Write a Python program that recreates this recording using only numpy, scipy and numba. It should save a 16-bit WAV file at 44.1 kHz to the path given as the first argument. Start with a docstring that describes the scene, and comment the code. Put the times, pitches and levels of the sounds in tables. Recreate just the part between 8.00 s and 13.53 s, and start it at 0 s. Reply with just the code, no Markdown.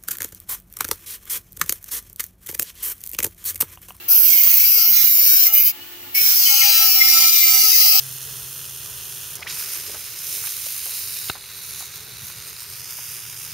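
"""A close, fizzing hiss: sodium skates on water in a glass jug outdoors, just before a microphone pair.
Hydrogen and steam escape from under it in tiny bursts, and bubbles crackle. The hiss stops abruptly;
a fresh lump plops in, fizzes and spits, then its gas lights with one sharp pop and it burns more quietly.
The jug colours the hiss as the lump wanders. Far behind lie a low rumble and a machine hum that fades."""
import sys
import numpy as np
from scipy import signal
from scipy.fft import rfft, irfft
from scipy.io import wavfile
from scipy.ndimage import uniform_filter1d
from numba import njit

SR = 44100
rng = np.random.default_rng(int(sys.argv[2]) if len(sys.argv) > 2 else 0)


def generate_wav(signal):
    """Clip the signal to [-1, 1] and save it as 16-bit WAV at the path in sys.argv[1]."""
    frames = np.transpose(np.atleast_2d(signal))
    scaled = np.clip(frames, -1, 1) * 32767
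    pcm = np.round(scaled).astype(np.int16)
    wavfile.write(sys.argv[1], SR, pcm)


N = 243873
T = np.arange(N) / SR

# far-off rumble: freq_hz, gain_db
RUMBLE_SPECTRUM = [(20, -5), (35, -9.5), (52, -6.5), (80, 2), (120, 1.5), (160, -3), (200, -12.5),
                   (270, -18), (390, -6.5), (600, -16.5), (1200, -16.5), (4000, -21)]
# its course: time_s, relative_db
RUMBLE_LEVELS = [(0, -51.5), (1.4, -51), (1.9, -53), (2.25, -55), (3.2, -54), (5.53, -53.5)]
# distant machine: time_s, pitch_hz, level_db
MACHINE_HUM = [(0, 130.2, -45.5), (.55, 131.2, -49.5), (1.2, 129.9, -54), (1.4, 127, -60), (1.6, 129, -95)]
# flutter of the burning gas: time_s, level_db
FLAME_LEVELS = [(3.25, -85), (3.9, -73), (4.1, -52.5), (4.35, -53), (4.55, -72), (5.0, -57), (5.53, -54)]
# air trapped by the landing lump: start_s, level_db, pitch_hz, hold_s, decay_s, glide_hz_per_s
AIR_POCKETS = [(1.426, -30, 2230, 0.0063, .0015, 10000), (1.4693, -28.5, 1870, 0.0021, 0.012, 92000)]
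# water rocking in the jug: centre_s, level_db, half_length_s
WATER_SLOSHES = [(1.78, -55.5, 0.19), (1.944, -57, 0.056), (2.343, -52, 0.061)]
# spits of gas and droplets: start_s, relative_db, pitch_hz, decay_s
GAS_SPITS = [(1.355, -19.5, 9500, 0.0016), (1.393, -35, 1000, 0.0047), (1.499, -27.5, 4470, 0.019),
             (1.757, -36.5, 1370, 0.01), (1.795, -40, 2500, .002), (1.896, -39.5, 470, 0.0072),
             (1.944, -37.5, 899, 0.015), (2.438, -37.5, 1400, 0.016), (2.473, -31, 1510, 0.0045),
             (2.664, -36.5, 447, 0.0042), (2.858, -42, 800, 0.025), (3.286, -21, 4200, 0.00079),
             (3.295, -21.5, 3800, 0.0024), (3.353, -37, 970, 0.014), (3.805, -38, 1120, 0.0055),
             (3.823, -36, 950, .007), (4.3, -36.5, 1200, .004), (4.987, -38.5, 930, 0.0054)]
# air in the jug, rung by the pop: pitch_hz, level_db, t60_s
POP_RING = [(118, -17.5, 0.022), (387, -18.5, 0.014), (787, -25.5, 0.033), (985, -25, 0.023),
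            (1440, -5.5, 0.0052), (2080, -15.5, 0.0077), (2690, -16, 0.014), (3760, -15.5, 0.017),
            (4060, -20.5, 0.019)]
# air modes over the water, by the lump's place: centre_hz, width_hz, near_wall_db, middle_db, far_wall_db
AIR_MODES = [(3200, 660, 4, -1.5, -1), (3910, 410, -6, -2, 8.5), (4210, 330, 6.5, 0.5, 2),
             (5010, 600, -1.5, 6.5, 4.5)]
# the lump's path and the bands the glass cancels:
# time_s, place (-1 near wall, 1 far wall), low_hollow_hz, low_hollow_gain_db, high_hollow_hz
LUMP_PATH = [(0, -0.65, 2290, -23, 4670), (1.35, -0.95, 2150, -28, 4350), (1.47, 0.45, 3420, -2.5, 4300),
             (2.5, 0.54, 3700, 1.5, 4760), (3.1, 0.91, 3380, -8.5, 6440), (3.5, 1, 3120, -6, 5100),
             (4.2, 0.79, 3120, -6, 4970), (4.5, 0.72, 3300, -6, 5600), (4.75, .4, 3600, -3, 7200),
             (4.95, .05, 4180, -28, 8040), (5.33, .1, 4320, -26, 8150), (5.53, 0.18, 4540, 2, 7850)]
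# gas from the fresh lump: time_s, relative_db
FRESH_FLOW = [(1.5, -33.5), (1.8, -34), (2.15, -36), (2.27, -30), (2.8, -30.6), (3.3, -32.5)]
# gas from the burning lump: time_s, relative_db
BURNING_FLOW = [(3.4, -45.5), (3.7, -36), (3.88, -42.5), (4.68, -42), (5.07, -35.5), (5.25, -38.5),
                (5.53, -37.5)]
# the lump touches fresh water and the gas surges: centre_s, rise_db, half_length_s
GAS_SURGES = [(1.606, 4.5, 0.044), (1.741, 6, 0.05), (2.36, 1.2, 0.06), (2.463, 2.5, .025), (3, 2.5, 0.051),
              (3.178, 2, .02), (3.82, 5, 0.052), (3.958, 5.5, 0.019), (4.273, 4, 0.047), (4.482, 3.5, .025),
              (4.615, 5.5, 0.027), (4.74, 3, 0.054), (4.91, 2.5, .03), (5.426, 2, 0.037)]
# breaking bubbles: freq_hz, gain_db
CRACKLE_SPECTRUM = [(250, -23), (650, -15.5), (1000, -5), (1450, 1), (1850, -1), (2500, 2.5), (4000, -0.5),
                    (7000, -5), (15000, -33)]
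# escaping gas: freq_hz, gain_db
HISS_SPECTRUM = [(1000, -33), (1800, -18), (2400, -6), (3300, -6.5), (4200, -8), (6400, -1), (7500, -6.5),
                 (8900, 1), (9800, -2.5), (10700, 1.5), (11600, 2), (12600, -0.5), (14000, 1.5),
                 (15700, -3.5)]
# microphone pair: freq_hz, left_minus_right_db
MIC_BALANCE = [(100, 1.7), (1000, .3), (3600, 0), (4600, -1.5), (6500, -5.2), (7800, -2.5), (8700, -3.8),
               (9700, -1.2), (11000, -4.2), (12600, -.2), (14000, -1.8), (16000, -1.8)]

STOP_S, WET_S, POP_S = 1.37, 1.472, 3.2987  # first hiss stops, fresh lump reacts, gas ignites
OPENING_GAS_DB = -35  # on the relative scale of the flow tables


def undb(db):
    """Decibels to gain."""
    return 10 ** (np.asarray(db) / 20)


def unit(x):
    """Scale to rms 1."""
    return x / np.sqrt(np.mean(x ** 2))


def curves(rows):
    """Each column of a table, joined by straight lines in time."""
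    times, *columns = np.transpose(rows)
    return [np.interp(T, times, column) for column in columns]


def since(s):
    """Seconds since a moment, 0 before it."""
    return np.maximum(T - s, 0)


def swell(s, half_length):
    """A bell-shaped rise and fall about a moment."""
    return np.exp(-((T - s) / half_length) ** 2)


def walk(rate):
    """Random drift with rms 1 and about `rate` turns a second."""
    return unit(np.interp(T * rate, np.arange(N), rng.standard_normal(N)))


def colour(x, spectrum, power=1):
    """Filter by a (freq_hz, gain_db) spectrum."""
    hz, db = np.transpose(spectrum)
    bins_hz = np.maximum(np.fft.rfftfreq(N, 1 / SR), 1)
    gain_db = np.interp(np.log(bins_hz), np.log(hz), db)
    return irfft(rfft(x) * undb(power * gain_db), N)


@njit
def svf(x, hz, width):
    """State-variable band-pass with moving centre and width, gain 1 at the centre."""
    y = np.empty(len(x))
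    band_state, low_state = 0., 0.
    for i in range(len(x)):
        g, damping = np.tan(np.pi * hz[i] / SR), width[i] / hz[i]
        passed = (band_state + g * (x[i] - low_state)) / (1 + g * (g + damping))
        band_state = 2 * passed - band_state
        low_state += 2 * g * passed
        y[i] = damping * passed
    return y


def band(x, hz, width):
    """Band-pass for steady or moving settings in Hz."""
    return svf(x, hz + np.zeros(N), width + np.zeros(N))


def bell(x, hz, width, db):
    """Lift or dip one band."""
    return x + (undb(db) - 1) * band(x, hz, width)


def noise(hz, width):
    """Noise in one steep-sided band, rms 1."""
    return unit(band(band(rng.standard_normal(N), hz, width), hz, width))


def clicks(rate, scatter_db):
    """Randomly timed clicks of uneven size, about `rate` a second."""
    happens = rng.random(N) < rate / SR
    signs = rng.choice([-1, 1], N)
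    sizes = undb(scatter_db * np.clip(rng.standard_normal(N), -2, 2))
    return unit(happens * signs * sizes)


def spread(mid, side, side_db):
    """Left and right from a shared and an opposed part."""
    return mid + undb(side_db) * side * np.array([[1], [-1]])


def reflections(x, t60_s):
    """A dense, short tail of reflections."""
    t = T[:SR // 4]
    tail = rng.standard_normal(len(t)) * undb(-60 * t / t60_s)
    return signal.fftconvolve(x, tail / np.linalg.norm(tail))[:N]


def far_rumble():
    """Low outdoor rumble from far off, widest in the midrange."""
    level_db, = curves(RUMBLE_LEVELS)
    mid, side = (unit(colour(rng.standard_normal(N), RUMBLE_SPECTRUM)) for _ in range(2))
    side = side + 3.5 * band(side, 660, width=980)
    return spread(mid, side, side_db=-13) * undb(level_db + 5 + 1.4 * walk(14))


def machine_hum():
    """A distant machine's hum wavers and dies away."""
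    hz, level_db = curves(MACHINE_HUM)
    phase = 2 * np.pi * np.cumsum(hz + 0.68 * walk(6.6)) / SR
    return np.sqrt(2) * np.sin(phase) * undb(level_db + 0.6 * walk(7.4))


def flame():
    """A small flame in the jug gives a low, uneven flutter."""
    level_db, = curves(FLAME_LEVELS)
    return noise(123, width=53) * undb(level_db + 3.4 * walk(16))


def plips(gulp_hz=744, gulp_db=-9, gulp_s=0.012, gulp_glide_s=0.0024, attack_s=0.00068):
    """Each air pocket under the landing lump gulps and shrinks: its ring sweeps up and frays into hiss."""
    out = np.zeros(N)
    for start, db, pitch, hold, decay, glide in AIR_POCKETS:
        ahead = np.maximum(start - T, 0)
        hz = gulp_hz + (pitch - gulp_hz) * np.exp(-ahead / gulp_glide_s) + glide * since(start)
        ring = noise(np.minimum(hz, 5000), width=450)
        ring /= np.sqrt(uniform_filter1d(ring ** 2, size=128) + 1e-12)  # steadied into a tone
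        fray = 0.53 * noise(1960, width=2500)
        attack = np.maximum(np.exp(-ahead / attack_s), undb(gulp_db) * np.exp(-ahead / gulp_s))
        out += (ring + fray) * undb(db) * attack * np.exp(-since(start + hold) / decay)
    return out


def slosh():
    """Water rocks in the jug after the lump lands."""
    rocking = sum(undb(db) * swell(s, half_length) for s, db, half_length in WATER_SLOSHES)
    return noise(410, width=280) * rocking * undb(2 * walk(40))


def spits(attack_s=0.0001):
    """Larger pockets of gas burst as short, broad puffs."""
    out = np.zeros(N)
    for start, db, hz, decay in GAS_SPITS:
        age = since(start)
        envelope = np.exp(-age / decay) * (1 - np.exp(-age / attack_s))
        out += undb(db - 0.5) * noise(hz, width=1.28 * hz) * envelope
    return out


def pop(echo_s=0.0046, echo_db=-13, crack_db=-16, crack_s=0.0001, lowest_hz=85):
    """Hydrogen ignites: a pressure spike rings the air in the jug and comes back from the ground."""
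    age = since(POP_S)
    ring = sum(undb(db - 60 * age / t60) * np.sin(2 * np.pi * hz * age) for hz, db, t60 in POP_RING)
    ring *= 1 - np.exp(-age / 0.0002)  # builds while the flame front crosses the gas
    # the spike is followed by an equal, slower suction
    progress = age / crack_s
    spike = undb(crack_db) * progress * (1 - progress / 2) * np.exp(1 - progress)
    # so small a source radiates little deep bass
    blast = signal.sosfilt(signal.butter(2, lowest_hz, "high", fs=SR, output="sos"), ring + spike)
    ground_echo = undb(echo_db) * np.interp(T - echo_s, T, blast)
    return -(blast + ground_echo)


def jug(x, hollow_width_hz=580):
    """The lump drives the jug's modes by where it floats; echoes from the glass hollow out two bands."""
    place, low_hz, low_db, high_hz = curves(LUMP_PATH)
    for hz, width, *place_db in AIR_MODES:
        x = bell(x, hz, width, np.interp(place, [-1, 0, 1], place_db))
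    x = bell(x, low_hz, hollow_width_hz, low_db)
    high_db = 1 - 8.5 * np.abs(place)  # deeper towards the walls
    return bell(x, high_hz, hollow_width_hz, high_db)


def alight(rise_s=0.035):
    """0 before the gas ignites, soon 1 after it."""
    return 1 - np.exp(-since(POP_S) / rise_s)


def hiss_level_db(sag_db_per_s=1.1, stop_drop_db=4.5, stop_db_per_s=104, wetting_s=0.027):
    """The first hiss sags slightly, then stops abruptly; the fresh lump wets, surges, is softer alight."""
    first_db = OPENING_GAS_DB - sag_db_per_s * T
    first_db -= stop_drop_db * (T > STOP_S) + stop_db_per_s * since(STOP_S)
    fresh_db, = curves(FRESH_FLOW)
    burning_db, = curves(BURNING_FLOW)
    surge_db = sum(db * swell(s, half_length) for s, db, half_length in GAS_SURGES)
    second_db = fresh_db + (burning_db - fresh_db) * alight() + surge_db
    wet = 1 - np.exp(-since(WET_S) / wetting_s)
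    return 20 * np.log10(undb(first_db) + wet * undb(second_db))


def bubble_crackle(bursts, gas_db, base_db=-44, follow=0.21, foam_db=6, boil_db=1):
    """Each burst breaks tiny bubbles; the landing's foam and boiling under the flame add to them."""
    foam = (T > WET_S) * swell(WET_S, half_length=0.41)
    level_db = base_db + follow * (gas_db - OPENING_GAS_DB) + foam_db * foam + boil_db * alight()
    crackle = colour(bursts * clicks(rate=2800, scatter_db=2.5), CRACKLE_SPECTRUM)
    return unit(crackle) * undb(level_db)


def gas_hiss(bursts, gas_db, flicker_db=1.13, wander_db=2.1):
    """Hydrogen and steam jet out from under the lump as a gritty hiss."""
    jet = rng.standard_normal(N) + 0.28 * clicks(rate=3000, scatter_db=22)
    hiss = colour(bursts * jet, HISS_SPECTRUM)
    # each burst leaves by a different gap, so the colour flickers
    for hz in (3020, 6100, 10200, 13200):
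        hiss = bell(hiss, hz, width=5600, db=flicker_db * walk(130))
    hiss = unit(hiss)
    # the flame makes the treble wander
    for hz in (6540, 8560, 10700, 13000):
        hiss = bell(hiss, hz, width=1000, db=wander_db * alight() * walk(7))
    # a stronger jet is brighter: the lower hiss falls behind
    hiss = bell(hiss, 3860, width=4400, db=0.28 * (OPENING_GAS_DB - gas_db))
    return hiss * undb(gas_db + 2.5)


def fizz(burst_db=1.45, burning_burst_db=1.6, sputter_db=0.4):
    """Gas escapes in bursts a few ms long, harder once alight; they drive both hiss and crackle."""
    gas_db = hiss_level_db()
    depth_db = burst_db + (burning_burst_db - burst_db) * alight()
    bursts = unit(undb(depth_db * noise(84.5, width=104) + sputter_db * walk(14)))
    return gas_hiss(bursts, gas_db) + bubble_crackle(bursts, gas_db)


def scene():
    """The jug stands close in front; fizz scattered off its rim reaches each microphone differently."""
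    events = plips() + slosh() + spits() + pop()
    off_rim = jug(fizz())
    off_rim += 2.14 * band(off_rim, 6070, width=2600)
    close_fizz = spread(jug(fizz()), off_rim, side_db=-15.5)
    close_events = spread(events, reflections(events, t60_s=0.03), side_db=-13)
    return close_fizz + close_events + flame() + far_rumble() + machine_hum()


def record(dry, notch_hz=7870, notch_width_hz=340, low_cut_hz=38, top_hz=15700):
    """The two microphones differ in the treble; the recorder has a deep notch and cuts both ends."""
    mics = [colour(dry[0], MIC_BALANCE, power=1 / 2), colour(dry[1], MIC_BALANCE, power=-1 / 2)]
    for _ in range(2):
        mics = [x - band(x, notch_hz, notch_width_hz) for x in mics]
    trimmed = signal.sosfilt(signal.butter(2, low_cut_hz, "high", fs=SR, output="sos"), mics)
    return signal.sosfilt(signal.ellip(12, 0.2, 75, top_hz, fs=SR, output="sos"), trimmed)


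dry = scene()
out = record(dry)
generate_wav(out)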